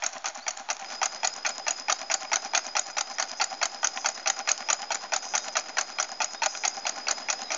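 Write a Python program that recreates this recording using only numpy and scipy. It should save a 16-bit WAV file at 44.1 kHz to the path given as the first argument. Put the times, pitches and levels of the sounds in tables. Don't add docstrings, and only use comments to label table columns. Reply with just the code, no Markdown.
import sys
import numpy as np
from scipy import signal
from scipy.fft import rfft, irfft
from scipy.io import wavfile
from scipy.ndimage import uniform_filter1d

SR = 44100
rng = np.random.default_rng(int(sys.argv[2]) if len(sys.argv) > 2 else 0)


def int16_out(signal):
    q = np.round(np.clip(np.atleast_2d(signal).T, -1, 1) * 32767)
    wavfile.write(sys.argv[1], SR, q.astype(np.int16))


def rack_gain(trim_db):
    fader = np.asarray(trim_db, float)
    return 10 ** (fader / 20)


N = 333837


# (time of knock [s],
# clack level [dB], ping level [dB], tick level [dB])
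CRANK_TURNS = [(1.0147, -16.5, -18.5, -29), (1.2307, -18, -16, -28), (1.4482, -18.5, -24.5, -23.5),
               (1.6654, -16.5, -19, -26.6), (1.8821, -17, -16, -27), (2.0985, -20.5, -14, -29.5),
               (2.3159, -17, -14, -26), (2.5337, -16, -15.5, -28.5), (2.7513, -17, -16, -42),
               (2.9671, -17.5, -18.5, -29), (3.1829, -18, -20, -25), (3.3978, -17, -19.2, -36),
               (3.6133, -17.5, -20.5, -31), (3.8289, -16.5, -16, -36), (4.0441, -16, -19.5, -33),
               (4.2581, -16.5, -15, -23.5), (4.4734, -17, -12.1, -37), (4.6863, -16, -15, -23.5),
               (4.9038, -20.8, -22.2, -34), (5.12, -19, -18, -29.5), (5.336, -18, -19, -32.8),
               (5.5529, -16.5, -26, -34), (5.7686, -16, -19, -36), (5.9844, -16.5, -21, -26.5),
               (6.202, -21.5, -18.5, -30), (6.4185, -21, -18, -38), (6.6355, -18, -16.5, -29),
               (6.8516, -19, -21, -31), (7.0682, -18, -17, -38), (7.285, -17.5, -24, -24),
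               (0.0216, -23.5, -17, -46),
    (0.2421, -23, -27, -33),
    (0.4646, -20.6, -27, -33),
    (0.6865, -19, -28.5, -44),
    (7.5031, -23.5, -22.5, -40),
]
# (time [s], knock level [dB], return-stroke rub level [dB])
SLACK = [(0, -26, -45), (.7, -28, -46.5), (1.0, -20.5, -46), (1.45, -24, -46), (1.7, -23.5, -44.5),
         (2.3, -22.5, -43.5), (3.0, -23.5, -45), (3.6, -23.5, -44.5), (3.83, -24, -44.5), (4.3, -24.5, -44),
         (4.7, -22, -45), (5.34, -23.5, -44.5), (5.6, -23.5, -46), (6.5, -21, -47), (6.85, -25.5, -44.5),
         (7.3, -23, -44.5), (7.57, -27, -45.5)]


def turns():
    s, clack_db, ping_db, tick_db = np.transpose(sorted(CRANK_TURNS))
    knock_db, rub_db = curve(SLACK, s)
    return s, knock_db, clack_db, ping_db, tick_db, rub_db


# (frequency [Hz], level [dB], t60 [s])
KNOCK_MODES = [(680, -11.5, 0.06), (868, 5, 0.016), (1214, -5.5, 0.025), (1449, -3.5, 0.024),
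               (1925, -1, 0.012), (2330, 10.5, 0.0049), (3180, -3.5, 0.012), (4130, 4.5, 0.0031),
               (5700, 5.5, 0.0039), (6900, -1, 0.0034)]
# (frequency [Hz], level [dB], t60 [s])
CLACK_MODES = [(776, -21, 0.0097), (750, -9.5, 0.019), (1413, 9.5, 0.0034), (2113, -8, 0.017),
               (2543, 0, 0.0075), (3420, -5, 0.0062), (4205, -0.5, 0.0035), (4503, 3, 0.0051),
               (5160, -1.5, 0.007), (5940, 4, 0.007), (6424, 1, 0.0087), (7600, 1.5, 0.0081)]
# (frequency [Hz], level [dB], t60 [s])
PING_MODES = [(780, -17, .025), (1350, -11, .009), (1900, -12, .009), (3050, -13, .009), (3950, -11, .009),
              (4650, -10, .011), (5800, -7, .01), (6550, 0, .011), (6850, 0, .01)]
# (frequency [Hz], level [dB], t60 [s])
TICK_MODES = [(1400, -20, .008), (3200, -16, .006), (4400, -12, .006), (5700, -2, .004), (6400, 0, .004),
              (7000, -4, .004)]
# (frequency [Hz], level [dB], t60 [s])
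THUMP_MODES = [(724, -5.5, 0.016), (794, -6.5, 0.075), (1018, -5.5, 0.032), (1710, -2, 0.0097),
               (2830, -3, 0.0059)]
# (time [s], peak level [dB])
STRAY_TICKS = [(0.1314, -31.5), (0.1815, -32), (0.3525, -30), (0.5733, -28), (0.7673, -31), (.797, -37),
               (0.8144, -36), (0.8454, -36), (0.9027, -34), (0.9283, -31), (1.3381, -29.5), (2.8679, -30),
               (3.9741, -31), (4.5781, -24.5), (5.4831, -27), (6.5742, -25.5), (7.4341, -32)]
# (lag after knock [ms], scatter [ms], level over the rub [dB], scatter [dB])
SIDE_TICKS = [
    (105, 1.3, 6.5, 1),
    (111, 2, 6.5, 3.0),
]
# (lag after knock [ms], scatter [ms], level over the rub [dB], scatter [dB])
RETURN_THUMPS = [
    (106.5, 1.5, 4, 3.0),
    (119, 3.0, 3.5, 3.7),
    (131.3, 1.6, 10.5, 2.2),
    (147.4, 3.0, 7.7, 3.8),
]
# (time [s], peak level [dB])
SLAPS = [(.1544, -40), (.3807, -39), (.7673, -40), (.8125, -37), (.8256, -35), (.8459, -32), (.9027, -35),
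         (2.0167, -31), (2.2326, -35), (2.2517, -31.5), (3.318, -41), (3.9742, -23), (4.1773, -34.5),
         (4.392, -34), (4.4028, -29), (4.6264, -34), (5.4828, -28.5), (4.8204, -41), (6.5513, -26.5),
         (6.7719, -38), (6.9854, -42)]


def blows():
    out = np.zeros(N)
    s, knock_db, clack_db, ping_db, tick_db, rub_db = turns()
    knock_lag_ms, clack_lag_ms, ping_lag_ms, tick_lag_ms = 1.302, 15.3, 42.3, 132.7
    knocks = zip(s + knock_lag_ms / 1000, knock_db)
    clacks = zip(s + clack_lag_ms / 1000, clack_db)
    pings = zip(s + ping_lag_ms / 1000, ping_db)
    ticks = list(zip(s + tick_lag_ms / 1000, tick_db)) + STRAY_TICKS + scattered(SIDE_TICKS)
    thumps = scattered(RETURN_THUMPS)
    add_contact(out, knocks, KNOCK_MODES, rise_ms=1.296, fall_ms=14.7, per_ms=3.0, fresh=0.52, trim_db=2.5)
    add_contact(out, clacks, CLACK_MODES, rise_ms=3.0, fall_ms=7.0, per_ms=7.0, fresh=0.7, trim_db=1.5)
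    add_contact(out, pings, PING_MODES, rise_ms=3.7, fall_ms=1.55, per_ms=6.4, fresh=1.0, trim_db=1.0)
    add_contact(out, ticks, TICK_MODES, rise_ms=.7, fall_ms=.8, per_ms=5, fresh=.7, trim_db=0)
    add_contact(out, thumps, THUMP_MODES, rise_ms=1.6, fall_ms=4.5, per_ms=1.5, fresh=.8, trim_db=0.5)
    slap_modes = THUMP_MODES + KNOCK_MODES[2:7]
    add_contact(out, SLAPS, slap_modes, rise_ms=1.1, fall_ms=2.5, per_ms=2.5, fresh=.6, trim_db=1.2)
    return out


# (time [s], rub level [dB])
HIDDEN_TURN = (.798, -42.5)


def scattered(contacts):
    s, *_, rub_db = turns()
    s, rub_db = np.r_[s, HIDDEN_TURN[0]], np.r_[rub_db, HIDDEN_TURN[1] - 4]
    rows = []
    for lag_ms, scatter_ms, over_db, scatter_db in contacts:
        luck = rng.standard_normal((len(s), 2))
        times = s + (lag_ms + scatter_ms * luck[:, 0]) / 1000
        rows += zip(times, rub_db + over_db + scatter_db * luck[:, 1])
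    return rows


# (time after knock [ms], level against the turn's rub [dB])
RUB = [
    (8, -29),
    (22, 6),
    (52, 2.5),
    (78, -15),
    (103, -17.5),
    (107, -5),
    (150, -3.5),
    (170, -17),
    (205, -12.5),
]
# (frequency [Hz], level [dB], t60 [s])
CAN_WALLS = [(635, -14, 0.072), (775, -14, 0.076), (1423, -8.5, 0.099), (2400, -12.5, 0.055)]


def rubbing():
    gain = np.zeros(N + SR)
    ms = np.arange(SR // 4) / SR * 1000
    one_turn = rack_gain(curve(RUB, ms, silent=-99)[0])
    for s, *_, rub_db in zip(*turns()):
        gain[int(s * SR):][:len(ms)] += rack_gain(rub_db) * one_turn
    hidden_s, hidden_db = HIDDEN_TURN
    gain[int(hidden_s * SR):][:len(ms)] += rack_gain(hidden_db) * one_turn * (ms > 60)
    hit = rng.random(N) < 1500 / SR
    grains = hit * rack_gain(4 * np.minimum(rng.exponential(1, N), 3)) * rng.choice([-1, 1], N)
    excite = gain[:N] * rms_one(grains) * rack_gain(3.5 * drift(50)) * rack_gain(2.0)
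    low = ringing(KNOCK_MODES + THUMP_MODES + CAN_WALLS, 0.58, crack_db=-18.0)
    high = ringing(CLACK_MODES + TICK_MODES, 0.49, crack_db=-3.0)
    body = low / np.linalg.norm(low) + rack_gain(2) * high / np.linalg.norm(high)
    return signal.fftconvolve(excite, body)[:N]


# (frequency [Hz], level [dB], t60 [s])
THUD_MODES = [(217, -12.5, 0.12), (248.5, 24.5, 0.071)]


def thuds():
    out = np.zeros(N)
    s, *_, rub_db = turns()
    returns = zip(np.r_[s, HIDDEN_TURN[0]] + .131, np.r_[rub_db, -45])
    add_contact(out, returns, THUD_MODES, rise_ms=6.0, fall_ms=6.0, per_ms=8.0, fresh=.7, trim_db=-4)
    outward = zip(s + .034, rub_db)
    add_contact(out, outward, THUD_MODES, rise_ms=6.0, fall_ms=6.0, per_ms=8.0, fresh=.9, trim_db=-11)
    return signal.sosfilt(signal.butter(3, [150, 340], "band", fs=SR, output="sos"), out)


def add_contact(out, hits, modes, rise_ms, fall_ms, per_ms, fresh, trim_db):
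    ms = np.arange(900) / SR * 1000
    shape = np.where(ms < rise_ms, (ms / rise_ms) ** 2, np.exp(-(ms - rise_ms) / fall_ms))
    give = np.minimum((np.arange(3000) + 3) / (rise_ms * SR / 3000), 1)
    for s, peak_db in hits:
        clicks = fresh * chatter(per_ms) * shape
        clicks[round(rise_ms * SR / 1500)] = 1
        sound = signal.fftconvolve(clicks, give * ringing(modes, 1.6, crack_db=2.5))
        sound *= rack_gain(peak_db + trim_db) / np.sqrt(uniform_filter1d(sound ** 2, size=60).max())
        start = max(round((s - rise_ms / 1000) * SR), 0)
        out[start:start + len(sound)] += sound[:max(N - start, 0)]


def chatter(per_ms):
    hit, size = rng.random((2, 900))
    return (hit < per_ms * 1000 / SR) * (2 * size - 1)


def ringing(modes, spread_db, crack_db):
    t = np.arange(3000) / SR
    hz, level_db, t60 = np.transpose(modes)[:, :, None]
    weight_luck, tune_luck = rng.standard_normal((2, len(modes), 1))
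    decay = rack_gain(level_db + spread_db * weight_luck - 60 * t / t60)
    rings = decay * np.sin(2 * np.pi * hz * (1 + .015 * tune_luck) * t)
    return rings.sum(axis=0) + rack_gain(crack_db) * (t == 0)


# (time of first click [s], length [ms])
BUZZES = [(2.667, 15), (2.815, 15), (2.902, 15), (3.138, 15), (3.285, 15), (3.373, 19), (3.822, 10),
          (3.9615, 55), (4.026, 19), (4.105, 15), (4.146, 15), (4.325, 15), (5.176, 15), (5.225, 52),
          (5.2853, 47), (5.392, 15), (5.423, 33), (5.526, 15), (6.32, 15), (6.4865, 52), (6.5457, 52),
          (6.6065, 24), (6.691, 15), (6.744, 15), (6.786, 15)]
# (frequency [Hz], level [dB], t60 [s])
WING_MODE = [(6400, 0, .0028)]


def bush_cricket():
    period_ms = 4.64
    clicks = np.zeros(N)
    for first, length_ms in BUZZES:
        last = first + length_ms / 1000
        db = -37.5 + 0.0576 * length_ms
        at = (np.arange(first - .0015, last, period_ms / 1000) * SR).astype(int)
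        clicks[at] = rack_gain(db + 16.0 + np.resize(rng.normal(0, 0.84, 16), len(at)))
    stroke = ringing(WING_MODE, 0, crack_db=-60)
    swell = np.minimum(np.arange(len(stroke)) / 18, 1) ** 2
    return signal.fftconvolve(clicks, stroke * swell)[:N]


# (time [s], level [dB])
CHORUS = [
    (.85, -48),
    (1.3, -48.5),
    (2.4, -50),
    (4.0, -50),
    (5.2, -49),
    (6.0, -50),
    (7.1, -47.5),
    (7.57, -48),
]
# (frequency [Hz], level [dB])
SINGERS = [(4930, -7), (4978, 8.5), (5025, 5.5), (5067, 9), (5112, -10.5)]


def crickets():
    t = np.arange(N) / SR
    chorus = np.zeros(N)
    for hz, db in SINGERS:
        phase = 2 * np.pi * np.cumsum(hz + 12 * drift(30)) / SR
        chorus += rack_gain(db + 3 * drift(28)) * np.sin(phase)
    return rack_gain(curve(CHORUS, t, silent=-99)[0] + 4.5) * rms_one(chorus)


# (start [s], length [s], first pitch [Hz], last pitch [Hz], top level [dB])
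CHIRPS = [
    (.405, .08, 4000, 5000, -53),
    (.51, .04, 4250, 4450, -60),
    (5.385, .055, 3790, 3750, -58),
    (5.86, .09, 4050, 4850, -61),
    (6.34, .07, 3650, 3750, -57),
    (6.9, .06, 4620, 4780, -56),
    (7.428, .08, 4050, 3900, -55),
]


def birds():
    out = np.zeros(N)
    rough, waver_hz = rack_gain(5 * drift(120)), 70 * drift(200)
    for start, length, first_hz, last_hz, top_db in CHIRPS:
        span = slice(int(start * SR), int((start + length) * SR))
        done = np.linspace(0, 1, len(out[span]))
        hz = first_hz + (last_hz - first_hz) * done ** .7 + waver_hz[span]
        strength = rack_gain(top_db + 6 - 4.5 * (2 * done - 1) ** 2)
        out[span] += strength * rough[span] * np.sin(2 * np.pi * np.cumsum(hz) / SR)
    return out


# (frequency [Hz], density [dB per Hz])
YARD_SPECTRUM = [(25, -20), (60, -19), (100, -38), (160, -15), (250, -9), (500, -7), (640, 0), (800, 3),
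                 (1000, -4), (1430, -6), (3000, -13), (5500, -13), (6900, -11), (8200, -32)]
# (time [s], level [dB], extra rumble [dB])
YARD_LEVEL = [
    (0, -46, -9),
    (.84, -48, -5),
    (.86, -47.5, 0),
    (7.57, -47.5, 2.5),
]


def yard():
    hz = np.maximum(np.arange(N // 2 + 1) * SR / N, 1)
    corner_hz, corner_db = np.transpose(YARD_SPECTRUM)
    noise = rfft(rng.standard_normal(N)) * rack_gain(np.interp(np.log(hz), np.log(corner_hz), corner_db))
    low = (hz > 120) & (hz < 600)
    level_db, rumble_db = curve(YARD_LEVEL, np.arange(N) / SR)
    hiss, rumble = irfft(noise * ~low, N), irfft(noise * low, N)
    return (hiss + rack_gain(rumble_db) * rumble) / np.std(hiss + rumble) * rack_gain(level_db + drift(1.1))


def shop(x):
    t = np.arange(SR // 2) / SR
    t60_s, tail_db = 0.3, -17.5
    tail = rng.standard_normal(len(t)) * rack_gain(-60 * t / t60_s) * np.minimum(t / .008, 1)
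    return x + rack_gain(tail_db) * signal.fftconvolve(x, tail / np.linalg.norm(tail))[:N]


def microphone(x):
    steep = signal.sosfilt(signal.cheby1(7, 1, 605, "high", fs=SR, output="sos"), x)
    return steep + rack_gain(-14) * signal.sosfilt(signal.butter(2, [250, 600], "band", fs=SR, output="sos"), x)


def curve(rows, at, silent=None):
    first, *columns = np.transpose(rows)
    return [np.interp(at, first, c, left=silent, right=silent) for c in columns]


def rms_one(x):
    return x / np.sqrt(np.mean(x ** 2) + 1e-20)


def drift(rate_hz):
    r = np.exp(-2 * np.pi * rate_hz / SR)
    return rms_one(signal.lfilter([1], [1, -2 * r, r * r], rng.standard_normal(N + 9000))[9000:])


def scene():
    engine = microphone(shop(blows() + rubbing())) + thuds()
    return (engine + bush_cricket() + crickets() + shop(birds()) + yard())[None]


def top_cut(x):
    return signal.sosfilt(signal.butter(12, 9600, fs=SR, output="sos"), x)


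def record(dry):
    edge = signal.sosfilt(signal.cheby1(13, 1, 7100, fs=SR, output="sos"), dry)
    leak = rack_gain(-25.5) * signal.sosfilt(signal.butter(4, [8450, 9150], "band", fs=SR, output="sos"), dry)
    mix = edge + leak - .0011
    return top_cut(mix)


dry = scene()
out = record(dry)
int16_out(out)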